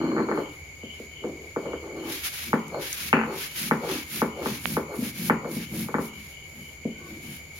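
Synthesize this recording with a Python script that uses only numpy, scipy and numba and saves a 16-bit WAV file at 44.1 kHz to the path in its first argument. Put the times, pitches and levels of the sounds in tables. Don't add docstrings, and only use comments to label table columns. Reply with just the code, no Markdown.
import sys
import numpy as np
from scipy import signal
from scipy.fft import rfft, irfft, next_fast_len
from scipy.io import wavfile
from scipy.ndimage import uniform_filter1d
from numba import njit

SR = 44100
rng = np.random.default_rng(int(sys.argv[2]) if len(sys.argv) > 2 else 0)


def generate_wav(signal):
    frames = np.transpose(np.atleast_2d(signal))
    scaled = np.clip(frames, -1, 1) * 32767
    pcm = np.round(scaled).astype(np.int16)
    wavfile.write(sys.argv[1], SR, pcm)


N = 334719
TIME = np.arange(N) / SR
RING_TIME = TIME[:SR * 3 // 4]
SLOW_TIME = TIME[::64]


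def from_db(db):
    return 10 ** (np.asarray(db) / 20)


def rms_one(x):
    return x / np.sqrt(np.mean(x ** 2) + 1e-20)


def unit_energy(x):
    return rms_one(x) / np.sqrt(x.shape[-1])


def at_hz(points, hz):
    f, value = np.transpose(points)
    return np.interp(np.log(hz + 1e-3), np.log(f), value)


def band(x, low_hz, high_hz, order=2):
    sections = signal.butter(order, [low_hz, min(high_hz, .45 * SR)], "band", fs=SR, output="sos")
    return signal.sosfilt(sections, x + 1e-18)


def drift(rate):
    knots = rng.standard_normal(4000)
    return np.interp(TIME * rate, np.arange(len(knots)), knots)


def at_audio_rate(control):
    return np.interp(TIME, SLOW_TIME, control)


def swell(s, length_s):
    return at_audio_rate(np.cos(np.pi * np.clip((SLOW_TIME - s) / length_s, -.5, .5)))


def together(shapes, level_db, floor_db):
    moves = np.sum((shapes * from_db(level_db)) ** 2, axis=0)
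    return at_audio_rate(np.sqrt(moves + from_db(floor_db) ** 2))


def stereo_noise(gain_at, likeness, size=N):
    padded = next_fast_len(size, True)
    hz = np.fft.rfftfreq(padded, 1 / SR)
    mid, side = rfft(rng.standard_normal((2, padded)))
    alike = np.clip(at_hz(likeness, hz), -1, 1)
    both = np.sqrt(1 + alike) * mid + np.sqrt(1 - alike) * side * [[1], [-1]]
    return rms_one(irfft(both * gain_at(hz), padded)[:, :size])


def ring(hz, width_hz, delay=0):
    t = np.maximum(RING_TIME - delay, 0)
    return np.exp(-np.pi * width_hz * t) * np.sin(2 * np.pi * hz * t)


def play(force, response):
    return signal.oaconvolve(force[None], response, axes=1)[:, :N]


def blows(times, level_db):
    force = np.zeros(N)
    force[np.round(np.asarray(times) * SR).astype(int)] = from_db(level_db)
    return force


def grains(per_s, spread_db):
    sizes = from_db(spread_db * np.minimum(rng.exponential(1, N), 4)) * rng.choice([-1, 1], N)
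    return rms_one(sizes * (rng.random(N) < per_s / SR))


# (frequency [Hz], relative level per Hz [dB])
ROOM_SPECTRUM = [(20, -9.5), (40, -18), (60, 1.5), (79, 9.5), (100, 0.5), (125, -4), (150, 2.5),
                 (190, -12.5), (400, -8.5), (800, -16), (1800, -22.5), (4000, -43)]
# (frequency [Hz], coherence [0-1])
ROOM_COHERENCE = [(30, 0.87), (80, 1), (350, 0.89), (700, 0.6), (1300, 0.17), (2500, .05)]


def room_tone(level_db=-49.5):
    return from_db(level_db) * stereo_noise(lambda hz: from_db(at_hz(ROOM_SPECTRUM, hz)), ROOM_COHERENCE)


def narrow_noise(centre_hz, width_hz):
    def skirts(hz):
        return 1 / (1 + ((hz - centre_hz) / (0.52 * width_hz)) ** 2) ** 1.33
    return stereo_noise(skirts, ROOM_COHERENCE)


# (pitch [Hz], width [Hz], level before trill and panning [dB], trill rate [1/s])
FAR_CHORUSES = [(2235, 224, -46, 41), (4580, 760, -64.5, 74), (6876, 810, -53.5, 53)]
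# (middle of the bout [s], level before trill and panning [dB])
NEAR_BOUTS = [(0.06, -54.5), (0.455, -52), (0.907, -48), (1.196, -50.5), (1.73, -53), (2.06, -52),
              (2.61, -60), (3.525, -52), (4.38, -56), (5.67, -55), (6.135, -54), (6.392, -54),
              (6.66, -55.5), (6.93, -59), (7.31, -54)]
BOUT_S, NEAR_FLOOR_DB = .21, -61


def crickets(chirp_hz=2990, chirp_width_hz=340, syllables_per_s=22, trill_db=1.0):
    def trill(per_s):
        phase = 2 * np.pi * per_s * TIME + 2 * drift(6.7)
        return from_db(trill_db * np.sin(phase))
    far = sum(from_db(db) * trill(per_s) * narrow_noise(hz, width) for hz, width, db, per_s in FAR_CHORUSES)
    bouts = sum(from_db(db) * swell(s, BOUT_S) for s, db in NEAR_BOUTS)
    near = (bouts + from_db(NEAR_FLOOR_DB)) * trill(syllables_per_s) * narrow_noise(chirp_hz, chirp_width_hz)
    return far * from_db([[.7], [-.7]]) + near * from_db([[2.2], [-2.2]])


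# (frequency [Hz], time to fall by 60 dB [s])
KITCHEN_DECAY = [(150, 0.56), (400, 0.34), (1000, 0.46), (3000, 0.26)]


def kitchen(build_s=0.0018):
    noise = stereo_noise(np.ones_like, ROOM_COHERENCE, size=len(RING_TIME))
    tail = 0
    for low in 90 * 2. ** np.arange(7):
        t60_s = at_hz(KITCHEN_DECAY, low * np.sqrt(2))
        tail = tail + band(noise, low, 2 * low) * from_db(-60 * RING_TIME / t60_s)
    return tail * (1 - np.exp(-RING_TIME / build_s))


# (time [s], peak level there [dB])
CRUMB_TAPS = [(4.6565, -2.5)]


def crumb(top_hz=3300, low_hz=650):
    s, peak = np.transpose(CRUMB_TAPS)
    tap = band(signal.unit_impulse(len(RING_TIME)), low_hz, 4000, order=1)
    tap = signal.sosfilt(signal.butter(4, top_hz, fs=SR, output="sos"), tap)
    return play(blows(s, peak), -tap / np.abs(tap).max() * from_db([[-28], [0]]))


# (middle [s], length [s], pitch [Hz], level [dB])
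SLIPS = [(7.05, 0.12, 1110, -52.5), (7.04, 0.32, 1520, -59)]


def squeaks(width_hz=110):
    return sum(from_db(db) * swell(s, length) * narrow_noise(hz, width_hz) for s, length, hz, db in SLIPS)


# (time [s], relative level [dB])
POD_SNAPS = [(2.2544, -29), (2.339, -29), (2.6813, -29.5), (2.9287, -11.5), (3.7724, -34), (6.0794, -34)]


def snaps(decay_s=0.0024, level_db=-6):
    s, strength_db = np.transpose(POD_SNAPS)
    burst = rms_one(band(rng.standard_normal((2, len(RING_TIME))), 5700, 9700))
    return play(blows(s, strength_db + level_db), burst * np.exp(-RING_TIME / decay_s))


# (fastest moment [s], length [s], relative rub level [dB], fine hiss relative to that [dB])
STROKES = [(0.39, 0.085, -64, 6), (0.562, .1, -66, 4.5), (0.99, .14, -61, -2), (1.498, 0.17, -65, 0),
           (2.145, .1, -40.5, -0.5), (2.259, 0.047, -36, 1), (2.408, 0.15, -41, 0.5),
           (2.851, 0.06, -40, -1), (2.927, 0.053, -42.5, 2.5), (3.036, .11, -39, 0.5),
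           (3.422, 0.099, -40, 0.5), (3.618, 0.11, -38.5, 3), (3.944, 0.12, -39.5, -2),
           (4.167, 0.097, -40.5, 3.5), (4.513, 0.11, -41.5, -0.5), (4.703, 0.11, -44.5, 6.5),
           (4.985, 0.069, -56.5, 12.5), (5.065, 0.066, -44.5, 3.5), (5.194, 0.068, -45.5, 3),
           (5.265, 0.055, -44.5, 8), (5.546, 0.069, -51.5, 9), (5.613, 0.075, -45.5, -2),
           (5.795, 0.1, -46, 6.5), (6.043, 0.075, -56, 9.5), (6.25, 0.2, -58.5, 2.5), (6.618, 0.23, -65, 8),
           (7.112, 0.16, -59, 0.5), (7.314, 0.15, -54, 4.5), (7.58, 0.054, -57, 4.5)]
# (frequency [Hz], relative level per Hz [dB])
RUB_SPECTRUM = [(500, -14), (1000, -5.5), (1600, 3), (2500, 7), (4000, 3), (6500, -0.5), (9000, -8),
                (12000, -11.5)]
HISS_SPECTRUM = [(5000, -17), (7500, -7.5), (9500, -1.5), (11300, 3), (13000, -2.5), (15800, -7)]
# (frequency [Hz], left over right [dB])
SWISH_LEAN = [(1500, 2.5), (4000, 2.2), (9000, -0.3), (11500, -1.5), (14000, -4)]
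# (frequency [Hz], coherence [0-1])
CLOSE_COHERENCE = [(200, .95), (1200, 0.13), (3000, 0.037), (12000, 0.016)]
SWELL_STEEPNESS, FADE_STEEPNESS = 2.52, 2.5
RUB_FLOOR_DB, HISS_FLOOR_DB = -64, -64.5


def swish(rub_db=5.0, hiss_db=3.0, flutter_db=1.0, crunch_db=-6, uneven_db=1.0):
    def leaning(spectrum):
        def gain_at(hz):
            lean_db = at_hz(SWISH_LEAN, hz) * [[.5], [-.5]]
            return from_db(at_hz(spectrum, hz) + lean_db)
        return stereo_noise(gain_at, CLOSE_COHERENCE)
    s, length, level_db, bright_db = np.transpose(STROKES)[:, :, None]
    steepness = np.where(SLOW_TIME < s, SWELL_STEEPNESS, FADE_STEEPNESS)
    speed = 1 / np.hypot(1, np.abs(2 * (SLOW_TIME - s) / length) ** steepness)
    rub = from_db(rub_db) * together(speed, level_db, RUB_FLOOR_DB)
    hiss = from_db(hiss_db) * together(speed, level_db + bright_db, HISS_FLOOR_DB)
    crunch = rms_one(band(np.array([grains(380, 2.2), grains(450, 2.4)]), 3700, 12700))
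    out = rub * leaning(RUB_SPECTRUM) + hiss * (leaning(HISS_SPECTRUM) + from_db(crunch_db) * crunch)
    return out * from_db(flutter_db * drift(130) + uneven_db * drift(35))


# (frequency [Hz], width [Hz], relative level [dB])
SLAB_MODES = [(157.2, 2.2, 1), (169.3, 12, -3), (209.8, 1.9, -13), (232.6, 6.6, -11.5), (230.5, 7.3, -1),
              (254, 14.5, 4.5), (283.8, 4.7, 1.5), (287.7, 8.2, 0), (322.3, 8.1, 2), (385.6, 10, 4.5),
              (433, 4, -0.5), (462, 14, -9), (464.6, 11.4, -3), (476.5, 7.7, -4), (547, 12, -23),
              (528.6, 18, -22), (602, 15, -14), (630, 9.2, -11.5), (679, 13, -11.5)]


def slab_response(lag_s=0.00475, heave_hz=255, heave_width_hz=90, modes_db=4, room_db=-2):
    heave = unit_energy(band(ring(heave_hz, heave_width_hz, lag_s), 245, 730))
    modes = unit_energy(sum(from_db(db) * width * ring(hz, width, lag_s) for hz, width, db in SLAB_MODES))
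    room = unit_energy(band(kitchen(), 164, 580))
    return unit_energy(band(0.5 * heave + from_db(modes_db) * modes + from_db(room_db) * room, 66, 890))


# (frequency [Hz], width [Hz], relative level [dB])
STONE_MODES = [(780, 22, -3), (826, 18, -1), (868, 18, -3), (911, 16, 1), (957, 14, -4), (1012, 12, -3),
               (1067, 12, 0), (1121, 12, -2), (1161, 12, 0), (1213, 17, -4), (1351, 12, -1), (1436, 14, 1),
               (1502, 20, -2), (1553, 14, 0), (1697, 24, -5), (1746, 20, -3), (1810, 12, -6),
               (1931, 30, -6), (2001, 14, -8), (2050, 12, -7), (2143, 18, -4), (2274, 19, -6),
               (2358, 20, -7), (2498, 12, -11), (2603, 14, -11), (2719, 21, -15), (2852, 12, -16),
               (2990, 14, -17)]


def stone_response(clack_hz=1080, clack_width_hz=800, modes_db=-2.5, room_db=-4, spread_s=0.003175):
    lags_s = [.00022, 0]
    clack = np.array([ring(clack_hz, clack_width_hz, lag) for lag in lags_s])
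    clack = unit_energy(band(clack, 950, 3800, order=1))
    count = len(STONE_MODES)
    paths_s = spread_s * rng.random((count, 1)) + rng.uniform(0, 0.00025, (count, 2))
    modes = sum(from_db(db) * width * ring(hz, width, path[:, None])
                for (hz, width, db), path in zip(STONE_MODES, paths_s))
    room = unit_energy(band(kitchen(), 490, 2240))
    both = clack + from_db(modes_db) * unit_energy(modes) + from_db(room_db) * room
    return unit_energy(both) * from_db([[1.4], [-1.4]])


# (time [s], relative strength [dB], contact [s], extra thud [dB])
ROLLER_KNOCKS = [(0.033, -27, 0.0015, 0), (0.119, -27.5, 0.0014, -2), (0.166, -27, 0.0011, -2),
                 (0.181, -29, 0.00081, -8), (0.202, -27.5, 0.0012, 1), (0.287, -25.5, .0012, -7.5),
                 (0.314, -25.5, 0.00093, -2.5), (0.375, -22, .0013, -7.5), (0.83, -36, 0.0016, 1.5),
                 (0.996, -35, 0.0017, -3.5), (1.239, -27, 0.0015, -7), (1.257, -37, 0.0025, 2),
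                 (1.562, -21, .0014, -8), (1.657, -30.5, .0014, -4), (1.733, -26.5, 0.0014, -10),
                 (2.531, -18.5, 0.00097, 3), (3.129, -18, 0.00048, 2.5), (3.711, -19.5, .00078, 2),
                 (4.218, -18.5, 0.0011, 0.5), (4.459, -25, 0.0011, 0), (4.768, -19.5, 0.0012, -4),
                 (4.983, -29, 0.0038, 5.5), (5.019, -28.5, 0.0032, 7.5), (5.298, -18.5, 0.00074, 2.5),
                 (5.446, -32, .0012, 0.5), (5.56, -30.5, 0.0032, 7), (5.886, -32, .0012, -5),
                 (5.942, -23.5, 0.00086, 3), (5.984, -24, .0012, 2.5), (6.848, -25.5, 0.0021, 4.5)]
HARD_CONTACT_S, REBOUND_S, REBOUND_LOSS_DB, REBOUND_SOFTENING = .0007, 0.0076, 7.5, 1.5
ROCK_START_S, ROCK_GAP_S, ROCK_DB, ROCK_LOSS_DB, ROCK_CONTACT_S = 3.168, .0226, -26.5, 1.7, 0.00065


def contacts(count=4):
    rebounds = [(s + REBOUND_S, db - REBOUND_LOSS_DB, contact * REBOUND_SOFTENING, thud)
                for s, db, contact, thud in ROLLER_KNOCKS if contact < HARD_CONTACT_S]
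    rocking = [(ROCK_START_S + k * ROCK_GAP_S, ROCK_DB - k * ROCK_LOSS_DB, ROCK_CONTACT_S, 2.5)
               for k in range(count)]
    return ROLLER_KNOCKS + rebounds + rocking


# (pitch [Hz], width [Hz], level relative to grit [dB])
ROLLER_RINGING = [(4220, 79, -18.5), (4480, 200, -22)]
CONTACT_LOSS_DB, CONTACT_STEEPNESS = 2.5, 4.04


def knocks(slab, stone, thud_db=27, body_db=27, clack_db=30.5, edge_db=29, crack_db=27, singing_db=-34):
    s, strength_db, contact_s, thud = np.transpose(contacts())

    def force(hz, db):
        loss_db = CONTACT_LOSS_DB * np.abs(hz * contact_s) ** CONTACT_STEEPNESS
        return blows(s, strength_db + db - np.minimum(loss_db, 80))
    out = play(force(200, thud + thud_db), unit_energy(band(slab, 160, 249.4)))
    out += play(force(383, body_db), unit_energy(band(slab, 341, 690)))
    out += play(force(1057, clack_db), unit_energy(band(stone, 697, 1510)))
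    out += play(force(1450, edge_db), unit_energy(band(stone, 1197, 2000)))
    out += play(force(2160, crack_db), unit_energy(band(stone, 2450, 3000, order=3)))
    singing = sum(ring(hz, 5.0) for hz, _, _ in ROLLER_RINGING)
    return out + play(force(2000, singing_db), singing[None])


# (start [s], length [s], first pitch [Hz], last pitch [Hz], relative rumble [dB], relative grit [dB])
QUICK_ROLLS = [(0.0, 0.23, 288, 267, -25, -34.5), (0.292, 0.12, 332, 397, -27.5, -38.5),
               (1.258, 0.025, 352, 347, -29, -60), (1.33, 0.14, 400, 420, -44, -64),
               (1.651, 0.059, 485, 450, -32, -46), (1.833, 0.14, 436, 378, -36.5, -49),
               (1.971, .14, 332, 327, -34, -44), (2.746, 0.041, 510, 413, -28, -36),
               (3.294, 0.036, 455, 393, -29.5, -37), (3.836, 0.099, 564, 310, -28.5, -37),
               (4.387, 0.06, 490, 365, -30.5, -41), (4.912, 0.034, 507, 412, -31.5, -41.5),
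               (5.458, 0.021, 500, 468, -31.5, -41), (5.96, 0.037, 280, 295, -40, -47),
               (7.01, 0.18, 373, 333, -46, -71)]
# (start [s], length [s], relative rumble [dB])
SLOW_CRAWLS = [(2.48, 0.054, -39.5), (2.71, .08, -44), (3.02, 0.12, -47), (3.614, 0.2, -38),
               (3.895, 0.044, -38), (4.14, 0.075, -39), (4.479, 0.039, -32.5), (4.671, 0.091, -34),
               (4.988, 0.065, -33), (5.195, 0.14, -33.5), (5.502, 0.1, -36), (5.73, 0.11, -31.5),
               (6.181, 0.027, -47.5), (6.57, 0.058, -46), (7.11, 0.029, -42), (7.248, 0.065, -40.5)]
CRAWL_FIRST_HZ, CRAWL_LAST_HZ, CRAWL_GRIT_DB = 223, 178, -19.5
ROLL_ATTACK_S, ROLL_RELEASE_S = 0.022, .034
RESTING_DB, RESTING_GRIT_DB = -64, -75


def roller_motion():
    crawls = [(s, length, CRAWL_FIRST_HZ, CRAWL_LAST_HZ, db, db + CRAWL_GRIT_DB)
              for s, length, db in SLOW_CRAWLS]
    start, length, first_hz, last_hz, rumble_db, grit_db = np.transpose(QUICK_ROLLS + crawls)[:, :, None]
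    age = SLOW_TIME - start
    attack = np.minimum(age / ROLL_ATTACK_S, 0)
    release = np.maximum((age - length) / ROLL_RELEASE_S, 0)
    shapes = np.exp(np.maximum(attack - release, -20))
    glides = first_hz * (last_hz / first_hz) ** np.clip(age / length, 0, 1)
    pitch_hz = np.average(glides, axis=0, weights=(shapes * from_db(rumble_db)) ** 2)
    rumble = together(shapes, rumble_db, RESTING_DB)
    return at_audio_rate(pitch_hz), rumble, together(shapes, grit_db, RESTING_GRIT_DB)


@njit
def moving_resonance(x, centre, damping):
    out, low, mid = np.zeros(len(x)), 0.0, 0.0
    for i in range(len(x)):
        step = 2 * np.pi * centre[i]
        low += step * mid
        mid += step * (x[i] - low - damping * mid)
        out[i] = mid
    return out


def evened(x, window_s=0.0252):
    power = uniform_filter1d(x ** 2, int(window_s * SR))
    return x / np.sqrt(np.abs(power) + 1e-12)


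def rolling(slab, stone, damping=0.45, rumble_db=-4.0, slab_db=-19, room_db=-25, grit_db=-3,
            heavy_hz=149, heavy_db=-5.0, fast_share=0.21):
    centre_hz, level, grit = roller_motion()
    bumps = moving_resonance(grains(1500, 1.6), centre_hz / SR, damping)
    bumps = moving_resonance(bumps, centre_hz / SR, damping * 2)
    rumble = from_db(rumble_db) * level * evened(band(bumps, 128, 1200))
    crawl = np.clip((300 - centre_hz) / 100, fast_share, 1)
    rocking = evened(band(grains(400, 2.4), 0.843 * heavy_hz, 1.12 * heavy_hz))
    rumble += from_db(heavy_db) * level * crawl * rocking
    walls = unit_energy(band(kitchen(), 180, 670))
    out = rumble * from_db([[.5], [-.5]])
    out += from_db(slab_db) * play(rumble, slab)
    out += from_db(room_db) * play(rumble, walls)
    out += from_db(grit_db) * play(grit * grains(400, 4.5), unit_energy(band(stone, 530, 1540)))
    return out + grit * sum(from_db(db) * narrow_noise(hz, width) for hz, width, db in ROLLER_RINGING)


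def scene():
    slab = slab_response() * from_db([[.4], [-.4]])
    stone = stone_response()
    background = room_tone() + crickets()
    small_sounds = crumb() + squeaks() + snaps()
    return background + small_sounds + swish() + knocks(slab, stone) + rolling(slab, stone)


def record(dry, notch_hz=8100, notch_width_hz=1700, cutoff_hz=15900):
    ported = signal.lfilter(*signal.iirnotch(notch_hz, notch_hz / notch_width_hz, fs=SR), dry)
    return signal.sosfilt(signal.ellip(10, .2, 80, cutoff_hz, fs=SR, output="sos"), ported)


dry = scene()
out = record(dry)
generate_wav(out)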